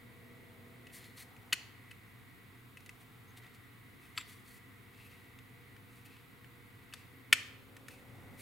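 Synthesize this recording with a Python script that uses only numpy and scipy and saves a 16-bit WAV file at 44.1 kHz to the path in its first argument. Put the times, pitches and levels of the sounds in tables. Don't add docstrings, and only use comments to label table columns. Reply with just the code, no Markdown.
import sys
import numpy as np
from scipy import signal
from scipy.fft import rfft, irfft, next_fast_len
from scipy.io import wavfile
from scipy.ndimage import map_coordinates

SR = 44100
rng = np.random.default_rng(int(sys.argv[2]) if len(sys.argv) > 2 else 0)


def log_audio(samples):
    frames = np.atleast_2d(samples).T
    limited = np.clip(frames, -1, 1)
    pcm = np.round(limited * 32767).astype(np.int16)
    wavfile.write(sys.argv[1], SR, pcm)


N = 370881

# peak time t/s, hiss level/dB, shell scrape level/dB, length (rise + fall sigma)/s,
# favoured resonance f/Hz
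SLIDES = [(0.95, -51.5, -61, .041, 4400), (1.03, -64.5, -63, 0.099, 4170), (1.197, -52.5, -57, 0.044, 4250),
          (3.015, -65, -69, 0.024, 2600), (3.377, -60, -60.5, 0.016, 3600), (3.44, -76, -62, .06, 1990),
          (3.544, -70, -63.5, 0.022, 2000), (4.047, -70, -68.5, 0.092, 2600),
          (4.164, -68, -57.5, 0.02, 2300), (4.2, -69, -51.5, .025, 3620), (4.31, -61.5, -65, 0.091, 3360),
          (4.489, -63, -68, 0.058, 4430), (4.553, -60.5, -66, .035, 2600), (5.043, -71, -64, 0.21, 2660),
          (5.945, -71, -70.5, .1, 2620), (6.059, -66, -68, 0.019, 2620), (6.134, -73, -63, .09, 2600),
          (6.98, -72, -66, 0.097, 2600), (7.926, -66, -63.5, 0.088, 2600), (8.40, -56, -60, 0.034, 2330)]


def amp(db):
    return 10 ** (np.asarray(db) / 20)


def unit(x):
    return x / np.sqrt(np.mean(x ** 2) + 1e-20)


def clock():
    return np.arange(N) / SR


def along(points, hz):
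    f, v = np.transpose(points)
    return np.interp(np.log(hz + 1), np.log(f + 1), v)


def wobble(rate_hz):
    knots = rng.standard_normal(4096)
    coarse_s = np.arange(N // 32 + 1) * 32 / SR
    curve = map_coordinates(knots, [coarse_s * rate_hz], mode="wrap")
    return np.interp(clock(), coarse_s, curve)


def swell(peak_s, rise_s, fall_s):
    t = clock() - peak_s
    sigmas = t / np.where(t < 0, rise_s, fall_s)
    return np.exp(-.5 * np.minimum(sigmas ** 2, 100))


def tone(hz, waver_rad):
    phase = 2 * np.pi * np.cumsum(np.broadcast_to(hz, N)) / SR
    return np.sqrt(2) * np.sin(phase + waver_rad * wobble(7.6))


def filtered(x, response):
    n = x.shape[-1]
    m = next_fast_len(n + 8192, True)
    return irfft(rfft(x, m) * response(np.fft.rfftfreq(m, 1 / SR)), m)[..., :n]


def rush(spectrum):
    # f/Hz, correlation
    likeness = [(25, .25), (60, 0.91), (130, 0.58), (290, 0.3), (640, 0.8), (1400, 0.26), (3100, 0.24),
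                (6800, 0.87), (15000, 0.39)]

    def mid_side(hz):
        turn = np.arccos(np.clip(along(likeness, hz), -1, 1)) / 2
        return amp(along(spectrum, hz)) * [np.cos(turn), np.sin(turn)]

    mid, side = filtered(rng.standard_normal((2, N)), mid_side)
    return unit(np.array([mid + side, mid - side]))


def placed(x, pan_db):
    return x * amp([[pan_db / 2], [-pan_db / 2]])


def air_hiss(level_db=-62.0):
    # f/Hz, relative density/dB
    spectrum = [(330, -22), (560, -17.5), (618, -23), (710, -7), (783, -12), (1080, -4.5), (1600, -6),
                (1860, -9), (1940, -4), (2400, -7.5), (3170, -12.5), (3690, -12), (5700, -25.5),
                (10700, -19), (15800, -17)]
    return amp(level_db) * rush(spectrum)


def room_rumble(level_db=-60.5, heave_s=8.28, heave_db=5, heave_sigma_s=.13):
    # f/Hz, relative density/dB
    spectrum = [(20, -21.5), (55, -14.5), (82, -10.5), (98, -3), (122, -3), (150, -11), (200, -13),
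                (270, -9.5), (330, -16.5), (470, -18), (570, -32.5), (800, -46), (1500, -85)]
    heave = heave_db * swell(heave_s, heave_sigma_s, heave_sigma_s)
    return amp(level_db + heave) * rush(spectrum)


def mains_hum():
    # f/Hz, rms level/dB
    lines = [(100, -69), (120, -67)]
    return sum(amp(db) * tone(hz, waver_rad=0.71) for hz, db in lines)


def buzz_gain(waver_db=0.9, sink_s=0.13):
    # onset t/s, nominal depth/dB, onset to start of return/s, return/s
    dips = [(2.58, -14, .1, 0.7), (5.72, -5.5, .1, 1.3), (7.27, -15, .56, .17)]
    t = clock()
    dip_db = 0
    for s, depth_db, down_s, return_s in dips:
        sinking = np.clip((t - s) / sink_s, 0, 1)
        returning = np.clip(1 - (t - s - down_s) / return_s, 0, 1)
        dip_db = dip_db + depth_db * sinking * returning
    return amp(dip_db + waver_db * wobble(7.4))


def electric_buzz(noise_db=-70):
    # f/Hz, rms level before buzz_gain/dB
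    lines = [(1889, -83), (1949, -72), (2008, -75.5), (2126, -76.5), (2186, -80.5), (2250, -76)]
    # f/Hz, relative density/dB
    band = [(1500, -56), (1850, -5.5), (1970, -9), (2100, -8), (2250, -24), (2450, -22), (3000, -42)]
    buzz = sum(amp(db) * tone(hz, waver_rad=.25) for hz, db in lines)
    return buzz_gain() * (buzz + amp(noise_db) * rush(band))


def motor_gain(idle_db=-67.5):
    # peak t/s, gain/dB, sigma/s
    surges = [(0.497, 9, 0.51), (7.803, 7, 0.51)]
    return amp(idle_db + sum(db * swell(s, sigma, sigma) for s, db, sigma in surges))


def far_motor(start_hz=237.7, rise_hz_per_s=3.3, noise_db=-5.0, line_db=-6):
    exhaust = rush([(60, -24), (130, -2.5), (240, 0.5), (480, -1), (600, -12.5),
                    (720, -9), (1200, -24), (3000, -71)])
    line = tone(start_hz + rise_hz_per_s * clock(), waver_rad=0.94)
    return motor_gain() * (amp(noise_db) * exhaust + amp(line_db) * line)


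def faint_tones():
    # f/Hz, rms level at peak/dB, peak t/s, sigma/s
    tones = [(491, -71.5, 8.03, 0.46), (483, -74.5, 5.86, 1.33), (477, -69.5, .3, 0.58),
             (509, -75, .5, 0.97), (557, -70.5, 8.66, 0.83), (660, -75, 0.57, 0.44), (685, -84, 2.8, 5.6),
             (200, -74.5, 5.1, 3.4), (1350, -75, 3.35, 0.24)]
    return sum(amp(db) * swell(s, sigma, sigma) * tone(hz, waver_rad=1.0)
               for hz, db, s, sigma in tones)


def background():
    return (air_hiss() + room_rumble() + mains_hum() + electric_buzz()
            + far_motor() + faint_tones())


def room(x, build_up_s=0.0063, side_db=-4):
    # f/Hz, t60/s
    walls = [(300, 0.53), (1200, 0.74), (2200, 0.58), (4000, 0.57), (8000, 0.41), (15000, 0.46)]
    hz, t, z = signal.stft(rng.standard_normal((2, int(.7 * SR))), SR, nperseg=256)
    decay = amp(-60 * t / along(walls, hz)[:, None])
    shape = decay * (1 - np.exp(-t / build_up_s))
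    colour_db = along([(300, 4), (2000, 1.0), (7000, 5.5), (11000, -2.0), (15000, -4.0)], hz)
    mid, side = signal.istft(z * shape * amp(colour_db)[:, None], SR, nperseg=256)[1]
    side = amp(side_db) * side
    tail = np.array([mid + side, mid - side]) / np.linalg.norm(mid)
    return signal.fftconvolve(x[None], tail, axes=1)[:, :N]


def diffused(x, blur_hz=380):
    power = np.abs(rfft(x)) ** 2
    offset_hz = np.arange(-400, 401) * SR / len(x)
    bell = np.exp(-(2 * offset_hz / blur_hz) ** 2)
    power = np.abs(signal.fftconvolve(power, bell / bell.sum(), "same"))
    return np.roll(irfft(np.sqrt(power), len(x)), SR // 200)


def palms(grain_db=2.5):
    # f/Hz, relative density/dB
    spectrum = [(200, -9), (400, -5), (580, -15), (720, 0.5), (950, -5.5), (1400, -8), (2200, -26)]
    # peak t/s, level/dB, sigma/s
    grips = [(1.37, -68.5, 0.15), (1.625, -70.5, 0.09), (3.098, -71.5, 0.11), (3.38, -69, 0.074),
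             (8.25, -66, 0.33)]
    grains = rng.standard_normal(N) * amp(grain_db * wobble(110))
    creaks = unit(filtered(grains, lambda hz: amp(along(spectrum, hz))))
    return creaks * sum(amp(db) * swell(s, sigma, sigma) for s, db, sigma in grips)


def squeaks(jitter=0.027, flutter_db=4.0):
    # peak t/s, f/Hz, peak amplitude before flutter/dB, sigma/s
    strokes = [(3.298, 6370, -72, .012), (4.182, 7570, -50, 0.0095), (4.208, 7570, -50, 0.0091),
               (5.07, 11800, -70, .025), (7.163, 11900, -68, .012)]
    jittered_s = np.cumsum(1 + jitter * wobble(1300)) / SR
    whistle = sum(amp(db) * swell(s, sigma, sigma) * np.sin(2 * np.pi * hz * jittered_s)
                  for s, hz, db, sigma in strokes)
    return whistle * amp(flutter_db * wobble(300))


def fingers(grain_db=1.0, judder_db=2.0, favour_db=10, width_hz=170, rise_share=0.38):
    # f/Hz, relative density/dB
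    skin = [(710, -37), (1200, -20), (1540, -19), (1990, -1), (2530, -29), (3310, -7), (4280, -6),
            (5730, -5.5), (9420, 1), (14000, -3), (15800, -6)]
    # f/Hz, relative density/dB
    rubbed = [(1000, -20), (1350, -11), (1650, -7), (2000, 3), (2600, -2), (3100, -6), (4400, -8),
              (5400, -20), (8000, -32)]
    slips = rng.standard_normal(N) * amp(grain_db * wobble(400) + judder_db * wobble(70))
    hiss = unit(filtered(slips, lambda hz: amp(along(skin, hz))))
    out = np.zeros(N)
    for s, hiss_db, shell_db, length_s, ring_hz in SLIDES:
        near = np.abs(clock() - s) < .4

        def shell(hz):
            resonance_db = favour_db / (1 + ((hz - ring_hz) / width_hz) ** 2)
            return amp(along(rubbed, hz) + resonance_db)

        scrape = unit(filtered(slips[near], shell))
        stroke = swell(s, rise_share * length_s, (1 - rise_share) * length_s)[near]
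        out[near] += stroke * (amp(hiss_db) * hiss[near] + amp(shell_db) * scrape)
    return out


def contacts():
    # t/s, level/dB, crack re ring/dB, hardness/(dB/oct),
    # catch lead/s, catch re snap/dB, rebound delay/s, rebound re snap/dB,
    # rebound hardness/(dB/oct), place
    snaps = [(1.5285, -25, -7.5, 1, 0.0031, -7.5, .0083, -15, -11, "nose"),
             (4.1762, -35, -12, 0.4, .004, -23, 0.0049, -6, -4, "seam"),
             (7.327, -16.5, -10.5, -2.7, 0.0016, -15, .005, -13, 7.5, "tail")]
    # t/s, ring level as if its energy filled 10 ms/dB, crack re ring/dB,
    # hardness/(dB/oct), place
    ticks = [(.869, -55, -9, -5, "nose"), (.9, -62, -18, -10, "nose"), (1.042, -62, -2, 6, "seam"),
             (1.180, -62, 4, 3, "seam"), (1.364, -63, -6, -2, "nose"), (1.909, -60, -10, 1, "nose"),
             (1.913, -51.5, -10, -10, "nose"), (2.7712, -52, -10.5, -11, "nose"),
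             (2.804, -64, -2, -5, "nose"), (2.861, -58, -1, -9, "nose"), (2.892, -49.5, -8, -15, "nose"),
             (3.445, -58, -17, -16, "nose"), (5.388, -60, -6, -1, "seam"), (5.764, -60, -10, -6, "tail"),
             (6.4436, -58, -16, -10, "tail"), (6.926, -53, -18, -4, "nose"), (6.9367, -46, -3.5, 1, "seam"),
             (7.766, -55, -5.5, -8, "tail"), (7.883, -50, -3.5, -10, "tail")]
    catch_crack_db, rebound_crack_db = -13, 3.5
    catch_room_db, snap_room_db, rebound_room_db, tick_room_db = -22, -20, -16.5, -15.5
    grit_db, grit_crack_db = -4.5, -5
    rows = []
    for (s, db, crack_db, hardness, lead_s, catch_db,
         delay_s, rebound_db, rebound_hardness, place) in snaps:
        rows.append((s - lead_s, db + catch_db, crack_db + catch_crack_db, catch_room_db, 0, place))
        rows.append((s, db, crack_db, snap_room_db, hardness, place))
        rows.append((s + delay_s, db + rebound_db, crack_db + rebound_crack_db,
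                     rebound_room_db, rebound_hardness, place))
    for s, db, crack_db, hardness, place in ticks:
        rows.append((s, db, crack_db, tick_room_db, hardness, place))
    for (s, _, shell_db, length_s, _), chance in zip(SLIDES, rng.random(len(SLIDES))):
        rows.append((s + (chance - .5) * length_s, shell_db + grit_db, grit_crack_db,
                     tick_room_db, 0, "seam"))
    return rows


def clicks(attack_s=0.00058, crack_attack_s=0.00051, crack_t60_s=0.033, scatter_db=2.2,
           phase_spread_rad=0.95, radiation_hz=1000, grip_t60_s=0.14):
    # f/Hz, t60 before grip damping/s, nominal level struck at nose/dB, seam/dB, tail/dB
    shell_modes = [(1020, .04, -32, -9, -30), (1248, .035, -24, -3, -28), (1350, .03, -28, -10, -16),
                   (1480, .04, -20, -7, -10), (1645, .03, -20, -7, -12), (1803, .036, -16, -9, 0),
                   (2000, .036, -3, -2, -14), (2130, .03, -9, -4, -13), (2295, .036, -22, -7, 0),
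                   (2395, .028, -6, -7, -11), (2608, .036, 0, 0, -5), (2840, .03, -6, -12, -7),
                   (2968, .033, -5, -4, -18), (3043, .033, -15, -16, -5), (3305, .026, -23, -4, -10),
                   (3462, .033, -21, -5, -7), (3630, .028, -24, -4, -21), (4143, .035, -21, -18, -11),
                   (4325, .035, -10, -16, -13), (4480, .028, -24, -7, -20), (4635, .028, -23, -6, -25),
                   (4830, .032, -26, -13, -19), (5058, .034, -24, -11, -15), (6600, .025, -18, -22, -16),
                   (7980, .022, -22, -22, -13), (11400, .016, -22, -26, -16)]
    # f/Hz, relative density/dB
    crack_colour = [(100, -14), (320, -0.5), (460, -21), (660, -1), (900, -10), (2000, -1.5),
                    (4000, 3.0), (5600, 3.0), (8000, 2.5), (11000, 2.5), (14000, -7.0),
                    (15000, -6), (15800, -26)]
    hz, t60_s, *shapes = np.transpose(shell_modes)[:, :, None]
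    strength_db = dict(zip(("nose", "seam", "tail"), shapes))
    small_shell = signal.butter(4, radiation_hz, "high", fs=SR, output="sos")
    t = np.arange(SR // 10) / SR

    def sized(x):
        return x / np.sqrt(np.sum(x ** 2) / (SR / 100))

    direct, sent = np.zeros((2, N + SR))
    for s, db, crack_db, room_db, hardness, place in contacts():
        size, phase = rng.standard_normal((2, len(shell_modes), 1))
        struck_db = strength_db[place] + hardness * np.log2(hz / hz.mean()) + scatter_db * size
        fading_db = 60 * t / t60_s + 60 * t / grip_t60_s
        modes = amp(struck_db - fading_db) * np.sin(2 * np.pi * hz * t + phase_spread_rad * phase)
        ring = signal.sosfilt(small_shell, modes.sum(0) * (1 - np.exp(-t / attack_s)))
        crack = filtered(rng.standard_normal(len(t)), lambda f: amp(along(crack_colour, f)))
        crack = crack * amp(-60 * t / crack_t60_s) * (1 - np.exp(-t / crack_attack_s))
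        click = amp(db) * (sized(ring) + amp(crack_db) * sized(crack))
        start = round(s * SR)
        direct[start:][:len(t)] += click
        sent[start:][:len(t)] += amp(room_db) * diffused(click)
    return direct[:N], sent[:N]


def scene():
    direct, sent = clicks()
    rubbing = fingers() + palms()
    close = placed(direct + rubbing + squeaks(), pan_db=1.7)
    return close + room(sent + amp(-19.0) * rubbing) + background()


def record(dry):
    return filtered(dry, lambda hz: hz < 15830)


dry = scene()
out = record(dry)
log_audio(out)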